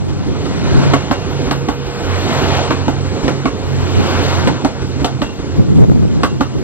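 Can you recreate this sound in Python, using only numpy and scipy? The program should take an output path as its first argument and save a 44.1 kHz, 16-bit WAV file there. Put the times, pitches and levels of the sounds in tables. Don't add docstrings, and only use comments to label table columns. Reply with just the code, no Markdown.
import sys
import numpy as np
from scipy import signal
from scipy.fft import rfft, irfft, next_fast_len
from scipy.io import wavfile
from scipy.ndimage import uniform_filter1d, map_coordinates

SR = 44100
rng = np.random.default_rng(int(sys.argv[2]) if len(sys.argv) > 2 else 0)


def dump(signal):
    limited = np.clip(np.atleast_2d(signal).T, -1, 1)
    pcm = np.round(limited * 32767).astype(np.int16)
    wavfile.write(sys.argv[1], SR, pcm)


def voltage_ratio(decibels):
    exponent = np.asarray(decibels, float) / 20
    return 10 ** exponent


N = 292383

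# [start_s, level_db]
GUST = [(0, -19.5), (.3, -23), (.5, -24), (.75, -12.5), (.92, -13), (.98, -36), (3.5, -50.5), (3.7, -20),
        (4.3, -26), (4.5, -13), (4.6, -33.5), (5.5, -31), (5.57, -20), (5.67, -13.5), (5.8, -4),
        (6.27, -18), (6.39, -35), (6.63, -17)]
# [centre_s, level_db, length_s, bright_edge_db]
EDDIES = [(0.22, -19, 0.022, -29), (0.303, -14, 0.038, -24), (0.456, -21, 0.045, -28),
          (0.515, -16.5, 0.024, -40), (0.726, -15, 0.032, -29), (0.766, -6.5, 0.044, -17),
          (3.773, -22, 0.014, -19), (3.993, -9, 0.058, -9), (4.239, -27, 0.03, -16.5),
          (4.464, -17.5, 0.056, -28), (5.603, -3, 0.039, -27), (5.723, -10.5, 0.014, -21.8),
          (5.814, -4, 0.044, -26), (5.891, -6, 0.036, -30), (6.166, -11.5, 0.025, -23),
          (6.352, -15, 0.048, -17.9), (6.407, -8, 0.0073, -6), (6.562, -12.5, 0.026, -18)]
# [start_s, peak_db, extra_in_difference_db]
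SLAPS = [
    (5.791, -17, -1),
    (5.838, -15, 8.5),
    (5.847, -16, 7),
    (5.898, -11.5, 1.5),
    (5.917, -17, 7),
    (5.924, -24, 8.5),
    (5.959, -20, 2),
    (6.032, -21, 8),
    (6.052, -19, 1),
    (6.208, -24, 10),
]
# [centre_s, half_length_s, level_db]
LULL = (5.868, 0.014, -9)
# [frequency_hz, density_db]
BUFFET = [(20, -15.5), (45, -13), (90, 1), (150, 2), (190, 0), (260, -7), (350, -9), (480, -17), (700, -48),
          (1000, -55), (2000, -58.5)]
# [start_s, peak_db, knock_db]
FAR_JOINTS = [
    (.08, -24, 9.5),
    (.252, -21, 7.5),
    (.446, -27.5, 14),
    (.622, -27.5, -3),
    (0.829, -35.5, 7.5),
    (.932, -26, 12.5),
    (1.103, -24, 9.5),
    (1.268, -27, 13),
    (1.453, -18.5, 10),
    (1.683, -22.5, 6.5),
]
# [frequency_hz, density_db]
RUMBLE = [(20, -49.5), (45, -14), (70, 1), (120, 0.5), (180, -2), (280, -3.5), (400, -5.5), (550, -14.5),
          (900, -34.5), (1500, -120)]
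ROAR = [(150, -120), (300, 0), (500, -1), (700, 0), (1000, -3.5), (1400, -7.5), (2000, -9.5), (2800, -14.5),
        (4500, -21.5), (8000, -120)]
HISS = [(900, -120), (1600, -11), (2800, -3), (4000, -4), (5600, -5.5), (7700, -5.5), (9000, -21.5),
        (12000, -9.5), (14000, -25.5), (15200, -5)]
# [centre_hz, width_hz, level_db]
CASING = [(2680, 2600, 0)]
# [far_train_db, over_engines_db, over_bogies_db]
MIX = [
    (-31.5, -0.5, 8),
    (-42.5, -1, -0.5),
    (-46, -12.5, -9.5),
    (-59.5, -8.5, -19),
]
# [loudest_s, level_db]
BOGIES = [(.25, -46), (.5, -42.5), (.76, -29.5), (1.45, -29.5), (2.6, -38.5), (3.269, -29), (4.3, -29),
          (5.03, -34), (5.55, -36), (6.202, -38.5), (6.64, -40)]
# [approach_db_per_s, leaving_db_per_s]
BOGIE_FADES = (20, 43.4)
# [start_s, end_s, level_db]
ENGINES = [
    (0.84, 0.897, -25),
    (2.335, 2.587, -21),
    (4.093, 4.368, -22.5),
]
# [approach_db_per_s, leaving_db_per_s]
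ENGINE_FADES = (26, 45)
# [start_s, end_s, level_db]
SURGES = [
    [(.04, .2, -26.5), (.75, .95, -23.5), (1.27, 1.42, -26.5), (2.08, 2.23, -20.5), (2.32, 2.62, -21),
     (2.82, 3.14, -23), (3.64, 4.44, -18.5), (4.85, 4.97, -22.5), (5.53, 5.72, -21.5), (5.95, 6.05, -25)],
    [(.08, .14, -29), (.74, .97, -17.5), (1.4, 1.58, -18.5), (1.65, 1.97, -27.5), (2.38, 2.63, -18),
     (2.8, 3.05, -23), (3.25, 3.44, -21.5), (3.7, 3.8, -20), (4.18, 4.64, -25), (4.84, 5.12, -24.5),
     (5.55, 5.7, -26.5), (6.36, 6.44, -31)],
]
# [start_s, end_s, level_db]
WHINE = [
    (.3, 1.2, -38.5),
    (1.28, 2.73, -26),
    (2.93, 4.15, -36),
    (3.3, 5.5, -36.5),
    (2.26, 2.47, -29),
    (3.54, 4.3, -30),
    (.3, 0.66, -29),
    (0.565, .85, -30),
]
# [start_s, peak_db, clank_db, tick_db, wheel_ring_db]
JOINT = [(0.935, -1.5, -12, -30, -25), (1.111, -4.5, -16.5, -27.5, -23), (1.5104, -6.5, -8, -26, -24.5),
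         (1.6855, -7, -13, -29, -31), (2.706, -4.5, -14, -29, -31), (2.881, -5, -17, -28, -30),
         (3.28, -7, -9, -29, -33), (3.455, -6, -15, -25, -24), (4.473, -7, -8.5, -32, -34),
         (4.647, -4.5, -15.5, -26.5, -36), (5.045, -4.5, -9.5, -31, -32.5), (5.218, -8, -9.5, -26, -15),
         (6.233, -4, -11, -30, -21), (6.408, -5, -13.5, -33, -23)]
AXLES = [-4, 0]
# [centre_hz, width_hz, level_db]
RAIL = [(470, 83, -6.5), (613.5, 28, 0.5), (679, 107, -3), (933, 264, -7), (1126, 59, -3.5),
        (1490, 370, -14)]
CLANK = [(1690, 650, 1.5), (2247, 95, 8), (3060, 650, -7.5)]
SLEEPER = [(278, 40, 4), (416, 20, -11.5)]
# [frequency_hz, level_db, t60_s]
WHEEL = [(880, -1, .3), (2050, -8, .25), (2690, -2, .45), (2790, 0, .45), (3310, -9, .4), (3690, -9, .25)]
# [frequency_hz, t60_s]
FIELD = [(200, 0.2), (1000, 0.093), (3000, 0.1), (8000, 0.038)]
# [frequency_hz, level_db]
SCATTER = [(100, -22), (400, -8.5), (1000, -3.5), (2500, -7), (5000, -8), (8000, 5.5), (12000, 7.5)]
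# [frequency_hz, left_lag_rad, left_minus_right_db]
PORTS = [(40, 1.93, -7), (171, 1.46, -4.5), (268, 1.11, -3), (470, 0.75, -3), (830, 0.58, -3.5),
         (1410, 0.69, 2), (1640, 1.7, 1), (2200, 1.3, -0.5), (3070, 1.86, 2), (4410, 2.48, 5),
         (6580, 2.94, 3), (8700, 4, 2), (15000, 3.8, 7.5)]
# [frequency_hz, level_db]
CAPSULE = [(25, 0), (60, 0), (8800, 0), (9400, -23), (9900, -25.5), (10400, -11), (10800, -8),
           (14200, -5.5), (15200, -15.5)]
# [start_s, bandwidth_hz]
CENTRE_TOP = [(0, 7800), (.6, 7400), (1.3, 6700), (1.75, 5300), (2.3, 7100), (2.7, 8100), (3.8, 8400),
              (4.4, 7200), (4.9, 8300), (6.1, 7300)]
# [start_s, end_s, share_0_to_1]
AIR = [
    (0, .1, .3),
    (1.2, 1.55, .55),
    (1.55, 2.58, .85),
    (3.65, 4.48, .8),
    (5.55, 5.98, .55),
    (6.35, 6.7, .4),
]
# [start_s, end_s]
OPEN = [
    (5.77, 5.85),
    (5.885, 5.925),
]


def unit(x):
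    return x / np.sqrt(np.mean(x ** 2) + 1e-20)


def peaked(x):
    return x / np.abs(x).max()


def along(points, hz, column=1):
    table = np.transpose(points)
    return np.interp(np.log(hz + 1), np.log(table[0] + 1), table[column])


def curves(rows):
    s, *cols = np.transpose(rows)
    return [np.interp(np.arange(N) / SR, s, c) for c in cols]


def wobble(rate):
    knots = rng.standard_normal(int(N * rate / SR) + 4)
    return map_coordinates(knots, [np.arange(N) * rate / SR])


def filtered(x, response):
    m = next_fast_len(x.shape[-1] + 8192)
    return irfft(rfft(x, m) * response(np.fft.rfftfreq(m, 1 / SR)), m)[..., :x.shape[-1]]


def coloured(x, points):
    return filtered(x, lambda hz: voltage_ratio(along(points, hz)))


def resonant(x, modes):
    def response(f):
        total = 0
        for k, (centre, width, db) in enumerate(modes):
            damping = 1j * f * width
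            total = total + (-1) ** k * voltage_ratio(db) * damping / (centre ** 2 - f * f + damping)
        return total
    return filtered(x, response)


def rush(spectrum, patchy_db, gate=1):
    z = signal.stft(gate * rng.standard_normal(N), nperseg=512)[2]
    patches = uniform_filter1d(uniform_filter1d(rng.standard_normal(z.shape), 6, 0), 12, 1)
    patchy = signal.istft(z * voltage_ratio(patchy_db * unit(patches)), nperseg=512)[1][:N]
    return unit(coloured(patchy, spectrum))


def passing(start, end, fades):
    t = np.arange(N) / SR
    return -fades[0] * np.maximum(start - t, 0) - fades[1] * np.maximum(t - end, 0)


def passing_power(events, fades):
    return sum(voltage_ratio(db + passing(a, b, fades)) ** 2 for a, b, db in events)


def wind():
    clock = np.arange(N) / SR
    body = voltage_ratio(curves(GUST)[0] + 0.86 * wobble(23)) ** 2
    edge = voltage_ratio(-32.5) ** 2 * body
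    for s, db, length, edge_db in EDDIES:
        eddy = voltage_ratio(db) ** 2 * np.exp(-(2.3 * (clock - s) / length) ** 2)
        body = body + eddy
        edge = edge + voltage_ratio(edge_db - 8.5) ** 2 * eddy
    lull_s, half_s, lull_db = LULL
    lull = voltage_ratio(lull_db * np.exp(-((clock - lull_s) / half_s) ** 4)) ** 2
    body, edge = lull * body, lull * edge
    lip = [(624, 490, 0)]

    def turbulence():
        fast = unit(resonant(resonant(rng.standard_normal(N), lip), lip))
        return np.sqrt(body) * rush(BUFFET, patchy_db=-0.2) + np.sqrt(edge) * fast

    side = turbulence()
    mid = voltage_ratio(-12.5) * turbulence()
    t = np.arange(SR // 20) / SR
    for s, db, extra_db in SLAPS:
        flick = t * np.exp(-t / .0006) * (1 + 0.1 * rng.standard_normal(len(t)))
        slap = peaked(resonant(flick, [(474, 580, 12), (960, 300, -2.5)]))
        side[round(s * SR):][:len(t)] += voltage_ratio(db + 8.0 + extra_db) * slap
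        mid[round(s * SR):][:len(t)] += voltage_ratio(db + 7.0) * slap
    return np.array([mid + side, mid - side])


def far_joints():
    car_s, gaining_s = 1.774, .0025
    out, t = np.zeros(N + 2 * SR), np.arange(SR // 4) / SR
    swell = t / 0.021 * np.exp(1 - t / 0.019)
    for car in range(4):
        for s, db, knock_db in FAR_JOINTS:
            start = round((s + car * (car_s - car * gaining_s)) * SR)
            pitch_hz = 58 * (1 + 0.055 * rng.normal())
            thump = np.sin(2 * np.pi * (pitch_hz * t + rng.random())) * swell
            knock = peaked(resonant(rng.standard_normal(len(t)) * swell ** 2, SLEEPER))
            blow = thump + voltage_ratio(knock_db - 5.0) * knock
            out[start:][:len(t)] += voltage_ratio(db + rng.normal(0, 1.5) + 5.0) * blow
    return out[:N]


def rolling(firing):
    bays = passing_power(ENGINES, ENGINE_FADES)
    wheels = passing_power([(s, s, db) for s, db in BOGIES], BOGIE_FADES)
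    rumble, roar, hiss, casing = [np.sqrt(voltage_ratio(far) ** 2 + voltage_ratio(engine) ** 2 * bays + voltage_ratio(bogie) ** 2 * wheels)
                                  for far, engine, bogie in MIX]
    clatter_far, clatter_near = 0.022, 0.067
    share = np.clip(clatter_far + clatter_near * bays / bays.max(), 0, 1)
    gate = 1 - share + share * firing
    rumble = rumble * voltage_ratio(4.5 + 1.6 * wobble(14)) * rush(RUMBLE, patchy_db=1.64)
    roar = roar * voltage_ratio(4 + 0.23 * wobble(11)) * rush(ROAR, patchy_db=1.5, gate=gate)
    hiss = hiss * voltage_ratio(6) * rush(HISS, patchy_db=1.0, gate=gate)
    casing = casing * unit(resonant(resonant(gate * rng.standard_normal(N), CASING), CASING))
    return rumble + roar + casing + hiss


def engines():
    t = np.arange(N) / SR
    orders_hz, orders_sag = (93.56, 139.3), (0.74, 1.25)
    surge_fades = (154, 180)  # rise, fall (dB per s)
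    far_db, beating_db = -32, 2.5
    tones, turns = np.zeros(N), []
    for hz, sag, surges in zip(orders_hz, orders_sag, SURGES):
        turn = np.cumsum((hz - sag * t) * (1 + 0.0044 * wobble(6))) / SR
        power = voltage_ratio(far_db) ** 2 + passing_power(surges, surge_fades)
        tones += voltage_ratio(1.5 + beating_db * wobble(11)) * np.sqrt(2 * power) * np.sin(2 * np.pi * turn)
        turns.append(turn)
    whine_hz, whine_sag = [489, 483, 463, 481, 401, 428, 290, 398], 9.5
    for (a, b, db), hz in zip(WHINE, whine_hz):
        level_db = db + passing(a, b, (90, 90)) + 1.7 * wobble(7.82)
        tones += voltage_ratio(level_db) * np.sin(2 * np.pi * np.cumsum(hz - whine_sag * (t - a)) / SR)
    firing = unit((1 + np.cos(np.pi * turns[0])) ** 3)
    return tones, firing


def detuned(modes):
    return [(hz * rng.normal(1, .035), 1.6 * width, db + rng.normal(0, 2.5)) for hz, width, db in modes]


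def wheel_ring(t, ring_db, noise):
    flutter = voltage_ratio(4 * unit(uniform_filter1d(noise, size=500)))
    onset = 1 - np.exp(-t / 0.005)
    ring = np.zeros(len(t))
    for hz, level_db, t60 in WHEEL:
        decay = voltage_ratio(ring_db + level_db - 9 + rng.normal(0, 1.6) - 60 * t / t60)
        ring += decay * np.sin(2 * np.pi * hz * t)
    return flutter * onset * ring


def joint():
    out, t, lead = np.zeros(N + SR), np.arange(SR // 2) / SR, round(0.00915 * SR)

    def contact(at):
        return np.exp(-((t - at) / .00007) ** 2)

    rattle = 0.15 * voltage_ratio(-60 * t / 0.014) + 0.28 * voltage_ratio(-60 * t / 0.16)
    sizzle = voltage_ratio(-60 * t / 0.011) + 0.37 * voltage_ratio(-60 * t / 0.29)
    thud = peaked(resonant(np.exp(-((t - .003) / 0.0013) ** 2), SLEEPER))
    unloading = np.sin(2 * np.pi * 270 * t[:lead]) * np.hanning(lead)
    for (s, db, clank_db, tick_db, ring_db), thud_db in zip(JOINT, AXLES * len(JOINT)):
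        noise = rng.standard_normal((3, len(t))) * (1 - np.exp(-t / 0.00081))
        strike = contact(.0006) + .6 * contact(rng.uniform(.002, .0045))
        rail = resonant(resonant(noise[0] * rattle - strike, detuned(RAIL)), [(835, 2600, 0)])
        clank = resonant(noise[1] * rattle - strike, detuned(CLANK))
        crack = resonant(.1 * noise[0] * voltage_ratio(-60 * t / .012) - strike, [(1250, 2400, 0)])
        tick = coloured(noise[2] * sizzle, HISS)
        hit = 0.91 * peaked(rail)
        hit += voltage_ratio(clank_db + 5.0) * peaked(clank)
        hit += voltage_ratio(clank_db + 9) * peaked(crack)
        hit += voltage_ratio(tick_db + 12.5) * peaked(tick)
        hit += voltage_ratio(thud_db + 1.5) * thud
        hit += wheel_ring(t, ring_db, noise[2])
        start = round(s * SR)
        out[start:][:len(t)] += voltage_ratio(db + 1.5) * hit
        out[start - lead:][:lead] -= voltage_ratio(db + thud_db - 3) * unloading
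    return out[:N]


def echoes(x):
    hz, t, z = signal.stft(rng.standard_normal((2, SR // 3)), SR, nperseg=256)
    tail = signal.istft(z * voltage_ratio(-60 * t / along(FIELD, hz)[:, None]), SR, nperseg=256)[1]
    wet = signal.fftconvolve(x[None], tail / np.linalg.norm(tail[0]), axes=1)[:, :N]
    return coloured(wet, SCATTER)


def ports(x):
    left = filtered(x, lambda hz: voltage_ratio(along(PORTS, hz, column=2)) * np.exp(-1j * along(PORTS, hz)))
    return np.array([left, x])


def starved(x, spared_db=4):
    hz, t, z = signal.stft(np.array([x[0] + x[1], x[0] - x[1]]) / 2, SR, nperseg=2048)
    share = np.maximum(.07, sum(kept * ((t >= a) & (t < b)) for a, b, kept in AIR))
    band, hz = (hz // 690).astype(int), hz[:, None]
    luck = rng.random((2, band.max() + 1, len(t) // 2 + 1)).repeat(2, axis=2)[:, band, :len(t)]
    air = (hz > 10700) & (hz < 13700)
    below_top = hz < np.interp(t, *np.transpose(CENTRE_TOP)) + 2200 * (luck[0] - .5)
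    engine_band = (hz > 7500) & (hz < 8700) & (t > 1.8) & (t < 2.4)
    gust_open = np.any([(t >= a) & (t < b) for a, b in OPEN], axis=0)
    centre = below_top | (air | engine_band) & (luck[0] < .8 * share)
    centre |= gust_open & (luck[0] < .9)
    difference = (hz < 9350) | (hz > 10500) & (hz < 13600 + 1500 * luck[1])
    level = uniform_filter1d(np.abs(z), size=32, axis=1)
    sudden = level > voltage_ratio(spared_db) * uniform_filter1d(level, size=11, axis=2)
    strong = sudden & ((hz < 9300) | air) & (luck > .2)
    mid, side = signal.istft(z * (np.array([centre, difference]) | strong), SR, nperseg=2048)[1][:, :N]
    return np.array([mid + side, mid - side])


def scene():
    tones, firing = engines()
    steady, hits = rolling(firing), joint()
    direct = ports(tones + steady + hits + far_joints())
    return direct + echoes(voltage_ratio(-8.5) * steady + voltage_ratio(-3.5) * hits) + wind()


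def band_limit(x):
    return signal.sosfilt(signal.butter(12, 15170, fs=SR, output="sos"), x)


def record(dry):
    heard = coloured(dry, CAPSULE)
    clipped = heard / (1 + np.abs(heard) ** 24) ** (1 / 24)
    return band_limit(starved(clipped))


dry = scene()
out = record(dry)
dump(out)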